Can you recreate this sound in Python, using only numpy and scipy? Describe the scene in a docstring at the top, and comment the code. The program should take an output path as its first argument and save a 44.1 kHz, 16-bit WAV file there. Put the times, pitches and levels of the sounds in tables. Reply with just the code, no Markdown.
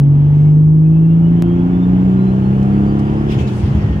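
"""Inside a turbocharged six-cylinder car pulling hard through a bend. From the start, the harmonics of
the crankshaft's rotation climb as an exhaust drone over road rumble, and the turbo whistles upward.
A sharp click comes at 1.4 s; later the trim rattles faintly. At 3.3 s the throttle shuts: the trapped
boost escapes in three fluttering chuffs, then a long hiss, and rings the intake pipes. To the end the
revs sink, the exhaust burbles and a hum stays in the cabin."""
import sys
import numpy as np
from scipy import signal
from scipy.io import wavfile

SR = 44100
rng = np.random.default_rng(int(sys.argv[2]) if len(sys.argv) > 2 else 0)


def to_wav(s):
    """Save 16-bit WAV."""
    ch = np.atleast_2d(s).T  # columns
    pcm = np.round(np.clip(ch, -1, 1) * 32767)  # PCM
    wavfile.write(sys.argv[1], SR, pcm.astype(np.int16))


N = 176400
T = np.arange(N) / SR

# Stereo image of noise. 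Each row: frequency in Hz, left-right correlation (clipped at 1).
COHERENCE = [(270, 1.1), (500, 0.5), (1000, -0.03)]
# Each row: frequency in Hz, left minus right in dB.
SIDE_BALANCE = [(900, -0.4), (2200, 3), (6000, 2)]

# Noise spectra. Each row: frequency in Hz, relative spectral density in dB.
ROAD_SPECTRUM = [(28, -16), (55, 0.5), (100, -5), (170, -4.5), (300, -8.5), (430, -17), (560, -28.5),
                 (780, -22.5), (1400, -41)]
INTAKE_SPECTRUM = [(2000, -7.5), (3500, 3), (6400, -1.5), (7600, -7), (9500, -7.5), (11500, -16)]
CHUFF_SPECTRUM = [(900, -9), (2000, -1), (2900, 6.5), (4300, -7.5), (7300, -11.5), (10000, -25),
                  (15000, -30)]
HISS_SPECTRUM = [(2000, -3), (4000, 2.5), (7000, -2.5), (10000, -10), (12000, -17)]
ROAR_SPECTRUM = [(200, -7.5), (380, 4), (540, -2), (780, -6), (1100, -10.5), (1600, -13.5), (2200, -17.5),
                 (3300, -16.5)]

# Noise envelopes. 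Each row: time in seconds, level in dB.
ROAD_LEVEL = [(0, -25), (.8, -28), (1.5, -23), (3.2, -23), (4, -24.5)]
INTAKE_LEVEL = [(0, -66), (.42, -59.5), (.7, -68.5), (1.45, -59.5), (2.1, -57.5), (3.6, -53), (4, -55.5)]
ROAR_LEVEL = [(0, -45), (.35, -39), (.7, -47.5), (1.45, -37), (2, -36), (2.6, -34.5), (3.85, -31.5),
              (4, -34.5)]

# Noise bursts. Each row: peak time in seconds, level in dB, attack and decay in seconds.
TRIM_RATTLES = [(2.629, -45, .002, .005), (2.994, -45, 0.0038, .009)]
FLUTTER_CHUFFS = [(3.324, -33.5, 0.029, 0.037), (3.402, -35, 0.019, 0.036), (3.483, -37.5, 0.015, .028)]
AIR_HISSES = [(.41, -61.5, .06, .045), (3.585, -46, .09, 0.25)]

# Turbo pitch. Each row: time in seconds, frequency in Hz.
WHISTLE_PITCH = [(0, 1902), (.45, 2190), (.9, 2565), (1.27, 2935.5), (1.55, 3256), (2.6, 4397.5),
                 (3.22, 5019.5), (3.33, 5170), (3.43, 4938.5), (4, 3110.5)]
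# The whistle crossing pipe and cabin resonances. Each row: peak time in seconds, level in dB.
WHISTLE_PEAKS = [(.4, -60), (.47, -56), (.86, -60), (.96, -56), (1.05, -59), (1.12, -55), (1.26, -51),
                 (1.39, -56), (1.46, -53), (1.52, -52), (1.6, -55), (1.75, -56), (1.83, -54), (2.21, -60),
                 (2.29, -56), (2.46, -61), (2.76, -62), (2.9, -58), (3.08, -60), (3.18, -61), (3.31, -54),
                 (3.38, -60), (3.95, -53)]
# Intake pipe resonances. Each entry: frequency in Hz.
INTAKE_MODES_HZ = (1260, 1844, 2156, 2645, 2950)
# Pipe notes. Each row: peak time in seconds, level in dB, attack and decay in seconds, pitch in Hz.
INTAKE_NOTES = [(3.435, -44, 0.05, 0.07, 2640), (3.66, -55, .04, .06, 4990), (3.92, -43.5, .2, .3, 1860)]
# Exhaust thumps. Each row: peak time in seconds, level in dB, decay in seconds, pitch in Hz.
EXHAUST_BURBLES = [(3.374, -11, .025, 120), (3.408, -12, .025, 85), (3.636, -5.5, .014, 90),
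                   (3.697, -9, .042, 135), (3.762, -7.5, .03, 75), (3.845, -7.5, .014, 110),
                   (3.901, -7, .025, 70), (3.965, -11, .025, 70)]

# Crankshaft speed. Each row: time in seconds, turns per second.
CRANK_SPEED = [(0, 47), (0.34, 49.1), (0.9, 53.1), (1.45, 57.15), (3.31, 71.3), (3.43, 65), (3.6, 58),
               (3.78, 51.6), (4, 51.4)]
# Engine orders. Each entry: cycles per turn of the crankshaft.
MAIN_ORDERS = (2, 3, 4.5, 6)
MINOR_ORDERS = (1, 1.5, 2.5, 3.5, 4, 5, 5.5, 7, 9, 10)
# Each row: time in seconds, then the level of each main order in dB.
MAIN_LEVELS = [(0.04, -31.5, -7.5, -47, -28), (0.3, -23, -9, -38.5, -36), (0.48, -28, -7, -45, -34.5),
               (0.9, -30, -8, -44.5, -25), (1.3, -25.5, -9, -25.5, -29.5), (1.48, -21, -13, -24, -20.5),
               (1.7, -24.5, -14, -20.5, -28.5), (1.95, -20, -10.5, -21.5, -38.5),
               (2.2, -18.5, -12, -27.5, -27.5), (2.5, -16, -15.5, -37, -34),
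               (2.75, -17.5, -12.7, -23.5, -35.5), (3.25, -20, -20.5, -24, -39.5),
               (3.42, -17.5, -22.5, -38, -32), (3.58, -21, -30, -46, -34.5), (3.9, -24.5, -20, -41.5, -46)]
# Low, middle and high revs. Each entry: turns per second.
MINOR_SPEEDS = (51, 59, 68.4)
# Each row: one minor order's base level in dB at those three speeds.
MINOR_LEVELS = [(-39.5, -38, -26), (-33.5, -31, -25.5), (-39.5, -33, -34.5), (-51, -34.5, -50.5),
                (-41, -43.5, -31), (-31.5, -36.5, -29.5), (-40, -34.5, -34.5), (-38, -40.5, -40),
                (-43, -48, -41), (-55, -46.5, -43)]
# Cabin response to the minor orders. Each row: frequency in Hz, gain in dB.
CABIN_RESPONSE = [(425, 0), (450, 5.5), (485, -2.5)]

LIFT_S, LIFT_FADE_S = 3.36, 0.23  # the engine sheds its load


def from_db(db):
    """Amplitude grows tenfold for every 20 dB."""
    return 10 ** (np.asarray(db) / 20)


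def rms_one(x):
    """Normalisation to unit mean power."""
    return x / np.sqrt(np.mean(x ** 2) + 1e-20)


def in_time(rows, column=1):
    """Linear interpolation of one column at every sample."""
    rows = np.array(rows)
    return np.interp(T, rows[:, 0], rows[:, column])


def at_hz(rows, hz):
    """Interpolation of a spectrum on a logarithmic frequency axis."""
    rows = np.array(rows)
    return np.interp(np.log(hz), np.log(rows[:, 0]), rows[:, 1])


def drift(rate_hz):
    """Low-passed noise gives a slow random fluctuation of rms 1."""
    step, settle = 40, 2000
    pole = np.exp(-2 * np.pi * step * rate_hz / SR)
    white = rng.standard_normal(N // step + settle + 2)
    slow = signal.lfilter([1], [1, -2 * pole, pole * pole], white)[settle:]
    return np.interp(np.arange(N) / step, np.arange(len(slow)), rms_one(slow))


def drift_pair(rate_hz):
    """Uncorrelated fluctuations for left and right."""
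    return np.array([drift(rate_hz), drift(rate_hz)])


def butterworth(x, order, hz, kind):
    """Filtering with a maximally flat passband."""
    return signal.sosfilt(signal.butter(order, hz, kind, fs=SR, output="sos"), x)


def swell(peak_s, db, attack, decay):
    """A Gaussian rise followed by exponential decay."""
    age = T - peak_s
    return from_db(db) * np.exp(-(np.minimum(age, 0) / attack) ** 2 - np.maximum(age, 0) / decay)


def swells(rows):
    """Incoherent bursts add in power."""
    return np.sqrt(sum(swell(*row) ** 2 for row in rows))


def tone(hz, start_cycles=0, left_lag_s=0.00033):
    """Phase is the integral of frequency; this sine of rms 1 reaches the left side late."""
    phase = 2 * np.pi * (np.cumsum(hz) / SR + start_cycles)
    return -np.sqrt(2) * np.cos([phase - 2 * np.pi * hz * left_lag_s, phase])


def noise(spectrum, flicker_db):
    """Partly coherent stereo noise of rms 1, summed from flickering third-octave bands."""
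    edges = 22 * 2 ** (np.arange(30) / 3)
    sides = np.array([[1], [-1]])
    out, white = 0, rng.standard_normal((2, 2, N))
    for k, (low, high) in enumerate(zip(edges, edges[1:])):
        if high > spectrum[0][0] and low < spectrum[-1][0]:
            hz = np.sqrt(low * high)
            mid, side = butterworth(white[k % 2], 2, [low, high], "band")
            alike = np.clip(at_hz(COHERENCE, hz), -1, 1)
            band = np.sqrt(1 + alike) * mid + np.sqrt(1 - alike) * side * sides
            db = at_hz(spectrum, hz) + flicker_db * drift(14) + sides * at_hz(SIDE_BALANCE, hz) / 2
            out = out + from_db(db) * band
    return rms_one(out)


def pipe_resonance(x, ring=0.57, q=51):
    """The intake pipes reinforce sound near their natural frequencies."""
    return x + ring * sum(signal.lfilter(*signal.iirpeak(hz, q, fs=SR), x) for hz in INTAKE_MODES_HZ)


def road_rumble():
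    """Random vibration from the road has its power mainly in the bass."""
    return from_db(in_time(ROAD_LEVEL)) * noise(ROAD_SPECTRUM, flicker_db=1)


def cabin_hum(hz=208, sag_hz_per_s=9.6, db=-24.5):
    """A slowly modulated sine fades in at the lift and sinks as the car coasts."""
    level = from_db(db + 2 * drift(4.1)) * np.clip((T - LIFT_S) / LIFT_FADE_S + .5, 0, 1)
    return level * tone(hz - sag_hz_per_s * (T - LIFT_S))


def trim_rattles():
    """Heavily damped rattles are heard as brief bursts of noise."""
    return swells(TRIM_RATTLES) * noise(HISS_SPECTRUM, flicker_db=2)


def click(at_s=1.4233, db=-16.5, decay_s=0.00054):
    """A short bipolar pulse has a broad spectrum: one dry click."""
    return from_db(db) * np.sign(T - at_s) * np.exp(-np.abs(T - at_s) / decay_s)


def turbo(floor_db=-73, swell_width_s=.026):
    """The compressor's tone swells as it sweeps through resonances, over broadband intake air."""
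    whistle = tone(in_time(WHISTLE_PITCH) * (1 + 0.0011 * drift(35)))[1]
    peaks = sum(from_db(db) * np.exp(-((T - s) / swell_width_s) ** 2) for s, db in WHISTLE_PEAKS)
    flicker = from_db(2 * drift_pair(20))
    air = from_db(in_time(INTAKE_LEVEL)) * noise(INTAKE_SPECTRUM, flicker_db=0.5)
    return whistle * (from_db(floor_db) + peaks) * flicker + air


def blow_off(sag_hz_per_s=600, waver_hz=18):
    """Trapped boost flutters out and excites pipe resonances; the notes sink as it drains."""
    out = pipe_resonance(swells(FLUTTER_CHUFFS) * noise(CHUFF_SPECTRUM, flicker_db=2.5))
    for peak_s, db, attack, decay, hz in INTAKE_NOTES:
        note = tone(hz - sag_hz_per_s * (T - peak_s) + waver_hz * drift(20))
        out = out + swell(peak_s, db, attack, decay) * note * from_db(2 * drift_pair(20))
    return out


def air_hiss(split_hz=6400):
    """Frequency-dependent decay: escaping air dulls because its treble dies twice as fast."""
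    air = noise(HISS_SPECTRUM, flicker_db=2.5)
    dull, bright = (butterworth(air, 5, split_hz, kind) for kind in ("low", "high"))
    brief = swells([(s, db, attack, decay / 2) for s, db, attack, decay in AIR_HISSES])
    return swells(AIR_HISSES) * dull + brief * bright


def exhaust_burbles(attack_per_decay=0.64, gas_db=-14):
    """Off throttle, each thump is a damped low oscillation in a puff of gas noise."""
    gas = from_db(gas_db) * noise(ROAD_SPECTRUM, flicker_db=0)
    return sum(swell(s, db, attack_per_decay * decay, decay) * (np.cos(2 * np.pi * hz * (T - s)) + gas)
               for s, db, decay, hz in EXHAUST_BURBLES)


def engine_roar(revs, roar_db, throb=0.22, bulkhead_hz=3330):
    """Three firings a turn modulate the amplitude of gas noise; the bulkhead acts as a low-pass."""
    firing_phase = 2 * np.pi * np.cumsum(3 * revs) / SR
    gas = from_db(roar_db) * (1 + throb * np.sin(firing_phase)) * noise(ROAR_SPECTRUM, flicker_db=1.5)
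    return pipe_resonance(butterworth(gas, 8, bulkhead_hz, "low"))


def crank_tone(order, revs, crank_start):
    """Whole orders are phase-locked to the crank angle; half orders start at a random phase."""
    return tone(order * revs, rng.random() if order % 1 else order * crank_start)


def engine_drone(revs, roar_db, off_load_db=-9, upper_db=-53, db_per_octave=-7):
    """Periodic firing makes a harmonic series; unequal cylinders add minor orders that fade off load."""
    out, crank_start = 0, rng.random()
    for column, order in enumerate(MAIN_ORDERS, 1):
        out = out + from_db(in_time(MAIN_LEVELS, column)) * crank_tone(order, revs, crank_start)
    load_db = off_load_db * np.clip((T - LIFT_S) / LIFT_FADE_S, 0, 1)
    for order, levels in zip(MINOR_ORDERS, MINOR_LEVELS):
        db = np.interp(revs, MINOR_SPEEDS, levels) + at_hz(CABIN_RESPONSE, order * revs)
        out = out + from_db(db + load_db + 2 * drift_pair(6.2)) * crank_tone(order, revs, crank_start)
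    for order in np.arange(21, 57) / 2:  # the upper orders rise and fall with the roar
        db = upper_db + db_per_octave * np.log2(order / 10) + roar_db - roar_db.mean()
        out = out + from_db(db + load_db + 5.1 * drift(2.1)) * tone(order * revs, rng.random())
    return out


def scene():
    """Superposition: the pressures of all sources add in the cabin."""
    revs = in_time(CRANK_SPEED) * (1 + .0012 * drift(6.5))
    roar_db = in_time(ROAR_LEVEL)
    pulling = road_rumble() + engine_drone(revs, roar_db) + engine_roar(revs, roar_db) + turbo()
    return pulling + blow_off() + air_hiss() + cabin_hum() + exhaust_burbles() + click() + trim_rattles()


def record(dry, low_cut_hz=33, high_cut_hz=15750):
    """Band limiting: steep filters remove the deepest bass and the highest treble."""
    dry = butterworth(dry, 8, low_cut_hz, "high")
    return signal.sosfilt(signal.ellip(10, .1, 80, high_cut_hz, fs=SR, output="sos"), dry)


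dry = scene()
out = record(dry)
to_wav(out)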